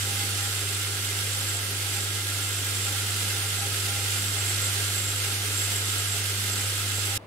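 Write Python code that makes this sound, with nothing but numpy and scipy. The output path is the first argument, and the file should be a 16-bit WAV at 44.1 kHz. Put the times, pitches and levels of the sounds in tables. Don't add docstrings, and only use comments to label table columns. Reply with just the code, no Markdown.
import sys
import numpy as np
from scipy import signal
from scipy.fft import rfft, irfft
from scipy.io import wavfile

SR = 44100
rng = np.random.default_rng(int(sys.argv[2]) if len(sys.argv) > 2 else 0)


def linear_from_db(decibels):
    return 10 ** (np.asarray(decibels, float) / 20)


def unload_audio(sound):
    columns = np.transpose(np.atleast_2d(sound))
    steps = np.round(np.clip(columns, -1, 1) * 32767)
    wavfile.write(sys.argv[1], SR, steps.astype(np.int16))


N = 320166
T = np.arange(N) / SR
HZ = np.fft.rfftfreq(N, 1 / SR)
MAINS_HZ, START_TURN = 50.1, .067
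CUT_S = 7.1775
USUAL_HUM_DB = -33.6


def evened(x):
    return x / np.sqrt(np.mean(x ** 2) + 1e-20)


def read(points, at_hz=HZ):
    hz, value = np.transpose(points)
    return np.interp(np.log(at_hz + 1), np.log(hz + 1), value)


def modes(at_hz, shapes):
    power = 0
    for hz, (width_hz, db) in zip(at_hz, shapes):
        power = power + linear_from_db(2 * db) / (1 + (2 * (HZ - hz) / width_hz) ** 2)
    return power


def wander(top_hz):
    coarse_s = T[::63]
    count = len(coarse_s)
    hz = np.fft.rfftfreq(count, coarse_s[1])
    spectrum = rfft(rng.standard_normal(count)) / (1 + (hz / top_hz) ** 2)
    return np.interp(T, coarse_s, evened(irfft(spectrum, count)))


# frequency in Hz, left minus right in dB.
TILT = [(30, .3), (100, 3), (300, 0), (1100, 1.5), (2000, -0.5), (3700, -5), (6500, -5.5), (8100, -3.5),
        (8400, -6), (9500, -10.5), (12500, 0)]
# frequency in Hz, left-right likeness from 0 to 1.
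LIKENESS = [(30, .8), (100, .9), (330, .9), (770, .65), (1200, .3), (3000, .3), (6800, .12), (7000, .75),
            (7700, .94), (8400, .92), (10800, .93), (11800, .97), (13000, .99)]
# frequency in Hz, lead of the left port in radians.
LEAD = [(860, .1), (1380, .2), (1810, 3.7), (2070, .7), (2330, -.2), (2840, .3), (3620, 2.7), (4740, 2),
        (5250, -2), (6700, 0)]


def heard(power, drive):
    a, b = rfft(drive, axis=1)
    same = np.clip(read(LIKENESS), -1, 1)
    left = a * linear_from_db(read(TILT) / 2) * np.exp(1j * read(LEAD))
    right = (same * a + np.sqrt(1 - same ** 2) * b) * linear_from_db(-read(TILT) / 2)
    pair = irfft(np.array([left, right]) * np.sqrt(power), N, axis=1)
    return pair / np.sqrt(np.mean(pair.mean(0) ** 2))


def grains(throw_db, lag_turns, flicker_db, size_db):
    landing_db = throw_db * np.cos(2 * np.pi * (MAINS_HZ * T + START_TURN - lag_turns))
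    size = linear_from_db(size_db * np.minimum(rng.exponential(1, (2, N)), 6))
    return rng.standard_normal((2, N)) * size * linear_from_db(landing_db + flicker_db * wander(14))


# time in seconds, level of the magnet hum in dB.
THROW = [(0.0, -33.5), (0.69, -34), (1.01, -35.5), (1.25, -34), (1.6, -35), (2.1, -34.5), (2.55, -34.5),
         (2.95, -33.5), (3.25, -33.5), (3.7, -34), (3.9, -33.5), (4.7, -32.5), (5.0, -33.6), (5.33, -34),
         (5.5, -33.5), (6.2, -33.5), (6.45, -33.5), (7.1, -33.5)]


def follows(level_db, share):
    hum_db = np.interp(T, *np.transpose(THROW))
    return linear_from_db(level_db + share * (hum_db - USUAL_HUM_DB))


def spells(rows, edge_s):
    coarse_s = T[::64]

    def step(at_s):
        return .5 + .5 * np.tanh((coarse_s - at_s) / edge_s)

    gain = sum(linear_from_db(db) * (step(start) - step(start + length)) for start, length, db in rows)
    return np.interp(T, coarse_s, gain)


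def ringing(rows, spell_db):
    total = 0
    for hz, width_hz, db in rows:
        tone = heard(modes([hz], [(width_hz, db)]) ** 1.64, grains(0.43, 0.59, 0.42, 3.6))
        total = total + linear_from_db(db + spell_db * wander(3.9)) * np.sqrt(width_hz) * tone
    return evened(total)


def room(wet_db, t60_s):
    t = np.arange(SR // 2) / SR
    tail = rng.standard_normal(len(t)) * linear_from_db(-60 * t / t60_s) * (t > .003)
    reflected = rfft(tail / np.linalg.norm(tail), N) / np.hypot(1, HZ / 5000)
    return abs(1 + linear_from_db(wet_db) * reflected) ** 2


# frequency in Hz, level in dB per Hz.
BENCH = [(30, -4), (55, -2), (200, -6), (430, 0), (850, -5), (1550, -13), (2700, -16), (4600, -26),
         (7300, -34), (10400, -35), (14000, -42)]


def bench():
    hum = linear_from_db(-47) * np.sin(4 * np.pi * MAINS_HZ * T + 1.2)
    return hum + linear_from_db(-47) * heard(linear_from_db(2 * read(BENCH)), rng.standard_normal((2, N)))


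# time in seconds, peak in dB.
KNOCKS = [
    (6.9847, -25.5),
]


def knocks():
    total = 0
    for at_s, peak_db in KNOCKS:
        u = ((T - at_s) / .0006) ** 2
        total = total - linear_from_db(peak_db) * (1 - u) * np.exp(-u)
    return total


# multiple of the mains, level in dB rms.
HUM_PARTIALS = [(1, -69.5), (3, -61.5), (6, -58), (7, -57), (8, -57)]


def magnet():
    turn = 2 * np.pi * (MAINS_HZ * T + START_TURN)
    port_lead_rad = np.array([[.03], [-.03]])
    pull = np.cos(2 * turn + port_lead_rad + 0.027 * wander(1.5))
    hum = -linear_from_db(0.2) * follows(USUAL_HUM_DB, 1) * pull
    for multiple, db in HUM_PARTIALS:
        level = linear_from_db(db + 2.45 * wander(12.0))
        phase = 2 * np.pi * rng.random() + 0.31 * wander(1.1)
        hum = hum + level * np.sin(multiple * turn + phase)
    return np.sqrt(2) * hum * linear_from_db(np.array([[.45], [-.45]]))


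# frequency in Hz, level in dB per Hz.
RUMBLE = [(20, -9), (50, -6.5), (85, 1), (130, -1), (215, -10), (270, -5), (400, -0.5), (550, -6),
          (640, -8.5), (900, -6.5), (1100, -25), (1600, -48)]
HOUSING_HZ = [282, 402, 421, 478, 520, 547, 699]
# width in Hz, level in dB over the rumble top.
HOUSING_SHAPES = [(6, 4.5), (13, -1), (14, 1), (9.1, -3.5), (30, -0.5), (14, -5), (12, 2)]


def housing():
    colour = linear_from_db(2 * read(RUMBLE)) + modes(HOUSING_HZ, HOUSING_SHAPES)
    return follows(0, 0.73) * linear_from_db(-45) * heard(colour, grains(1.0, 0.96, 1.0, 0.52))


# start in seconds, length in seconds, level in
# dB.
BASE_SPELLS = [(0.02, 0.33, -51), (0.42, 0.1, -54), (0.7, .16, -57), (0.94, .14, -53), (1.17, 0.089, -52),
               (1.364, .07, -54), (1.59, 0.16, -53), (1.97, .07, -53), (2.1, 0.24, -57), (2.4, .13, -60),
               (2.75, .18, -53), (3.0, 0.083, -55), (3.136, .18, -51), (3.477, 0.17, -54),
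               (3.81, 0.17, -55), (4.16, 0.16, -51), (4.5, 0.21, -52.5), (4.89, 0.21, -54.5),
               (5.28, 0.23, -56), (5.69, .075, -51), (5.82, 0.13, -55), (6.1, 0.17, -56), (6.35, 0.27, -51),
               (6.784, 0.14, -53), (7.0, .17, -59)]


def base():
    mode_tone = np.sqrt(2) * np.sin(2 * np.pi * 197 * T + 1.3 * wander(6.4))
    turn, width_hz = 2 * np.pi * 217 * T, 24
    shudder = wander(width_hz) * np.cos(turn) + wander(width_hz) * np.sin(turn)
    gain = linear_from_db(-69.5) + linear_from_db(-1.5) * spells(BASE_SPELLS, edge_s=0.014)
    return gain * (mode_tone + linear_from_db(-4.5) * shudder)


# frequency in Hz, width in Hz, level in dB.
ROD_MODES = [(808, 8, 0), (796, 14, -5)]
# start in seconds, length in seconds, level in dB.
ROD_SPELLS = [(0.029, 0.26, -49), (0.39, 0.17, -48), (0.63, 0.082, -52), (0.943, 0.051, -51),
              (1.362, 0.036, -57), (1.827, 0.037, -50), (1.951, 0.052, -43), (2.138, 0.092, -51),
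              (2.37, 0.12, -54), (2.631, 0.1, -60), (2.863, 0.195, -50), (3.21, 0.24, -50),
              (3.55, 0.12, -45.5), (3.874, 0.3, -51), (4.373, 0.042, -53), (4.491, 0.057, -52),
              (4.668, 0.14, -53), (5.184, 0.26, -54), (5.852, 0.03, -54), (5.948, 0.03, -54),
              (6.137, 0.042, -47), (6.446, 0.037, -41), (6.57, 0.036, -54), (6.8, 0.15, -60),
              (7.071, 0.083, -44)]


def rods():
    gain = linear_from_db(-58) + linear_from_db(-4.0) * spells(ROD_SPELLS, edge_s=0.014)
    return gain * ringing(ROD_MODES, spell_db=.5)


# frequency in Hz, width in Hz, level in dB.
RIM_MODES = [(7507, 22, -3.5), (7588, 18, -3), (7634, 16, 0), (7680, 30, -4.5), (7620, 150, -10)]
# start in seconds, length in seconds, level in dB.
RIM_SPELLS = [(0.01, .09, -41), (0.19, .1, -42), (0.355, .14, -48), (0.525, .45, -40), (1.285, 0.13, -32),
              (1.405, 0.18, -33), (1.87, 0.12, -36), (2.01, 0.088, -36), (2.33, .04, -37),
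              (2.44, 0.16, -35), (2.75, .18, -37), (3.02, .24, -39), (3.43, .2, -42), (3.75, 0.074, -43),
              (3.93, 0.17, -46), (4.175, .1, -41), (4.31, 0.25, -39), (4.6, 0.085, -27),
              (4.825, 0.095, -40), (4.94, 0.091, -27), (5.03, .3, -36), (5.56, .1, -25), (5.68, 0.5, -35),
              (6.07, 0.097, -47), (6.26, .07, -39), (6.5, 0.19, -36), (6.94, 0.17, -35)]


def rim():
    gain = follows(-42.5, 0.79) + linear_from_db(-8.5) * spells(RIM_SPELLS, edge_s=0.018)
    return gain * ringing(RIM_MODES, spell_db=2.4)


# frequency in Hz, level in dB per Hz.
SHOWER = [(530, -33), (900, -16), (1160, -9.5), (1350, -7), (1750, -3), (2250, -6.5), (3050, 0),
          (3320, -2.5), (4050, -2.5), (7400, -5), (7900, -4), (10000, -5.5), (12500, -8.5), (16500, -18.5)]
WALLS_HZ = [1265, 1300, 1387, 1525, 1630, 1895, 2075, 2186, 2390, 2498, 2660, 2770, 3245, 3480, 3573, 3800,
            4370]
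# width in Hz, level in dB over the shower top.
WALL_SHAPES = [(14, 0), (30, -3.5), (25.3, 4), (30, 0.5), (42, 2), (12, 2.5), (27.6, 5.5), (9.3, 1.5),
               (20, 0), (14, -2.5), (31, 0.5), (14, -1), (41, 1), (80, -2), (22, 4), (100, -5.5), (30, -2)]


def shower():
    colour = (linear_from_db(2 * read(SHOWER)) + modes(WALLS_HZ, WALL_SHAPES)) * room(wet_db=-13, t60_s=.35)
    hail = heard(colour, grains(0.63, 0.71, 0.54, 1.36))
    dust_pass = 1 / (1 + (8300 / (HZ + 1)) ** 8)
    dust = irfft(rfft(hail, axis=1) * dust_pass, N, axis=1)
    coarse = hail - dust
    return linear_from_db(2.5) * follows(-33, 1) * coarse + linear_from_db(7.5) * follows(-39, 0.84) * dust


def scene():
    after_s = np.maximum(T - CUT_S, 0)
    before = np.where(T < CUT_S, 1, linear_from_db(-30 - 3000 * after_s))
    shaker = magnet() + housing() + base() + rods() + shower() + rim() + knocks()
    return shaker * before + bench() * (T >= CUT_S)


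# frequency in Hz, share of frames from 0 to 1.
INVERTED = [(6800, 0), (7000, .15), (7500, .15), (7700, 0), (10500, .01), (11300, .07), (12100, .09),
            (12700, .17), (13400, .17), (14100, .15), (14800, .14), (15500, .06)]
# start in seconds, length in seconds, frequency in Hz.
FLIPS = [(.106, .017, 7900), (.312, .116, 13400), (.324, .119, 14100), (.748, .061, 12700),
         (1.27, .061, 12700), (1.375, .029, 7900), (1.627, .035, 7900), (1.708, .017, 7900),
         (2.07, .012, 7900), (2.391, .015, 7900), (2.71, .017, 7900), (3.406, .029, 7900),
         (3.52, .012, 7900), (3.58, .06, 15500), (3.909, .015, 7900), (4.544, .055, 15500),
         (4.643, .055, 15500), (4.948, .046, 15500), (5.189, .049, 15500), (5.2, .044, 7900),
         (5.334, .061, 7900), (6.013, .128, 15500), (6.039, .035, 7900), (6.225, .02, 7900),
         (6.315, .023, 7900), (6.849, .015, 7900)]


def panned_treble(x, pan_db):
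    band_hz = 32 * SR / 2048
    hz, t, z = signal.stft(x, SR, nperseg=512, noverlap=384)
    band = (hz / band_hz).astype(int)
    frame = (t * SR / 1024 + .55).astype(int)
    draws = rng.random((2, frame.max() + 1, band.max() + 1))
    chance, pan = draws[:, frame][:, :, band].transpose(0, 2, 1)
    share = read(INVERTED, (band + .5) * band_hz)[:, None]
    flip = (chance < share) & (t < CUT_S)
    for start, length, at_hz in FLIPS:
        flip |= np.outer(band == int(at_hz / band_hz), (t >= start) & (t <= start + length))
    panned = (hz > 6890) & (hz < 11714)
    pan = pan_db * (2 * pan - 1) * panned[:, None]
    sign = np.where(flip, -1, 1)
    z = z * np.array([linear_from_db(pan / 2), linear_from_db(-pan / 2) * sign])
    return signal.istft(z, SR, nperseg=512, noverlap=384)[1][:, :N]


def band_limit(x):
    return signal.sosfilt(signal.butter(12, 16700, fs=SR, output="sos"), x)


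def record(dry):
    panned = panned_treble(dry, pan_db=1.7)
    limited = irfft(rfft(panned, axis=1) * (HZ < 15740), N, axis=1)
    return band_limit(limited)


dry = scene()
out = record(dry)
unload_audio(out)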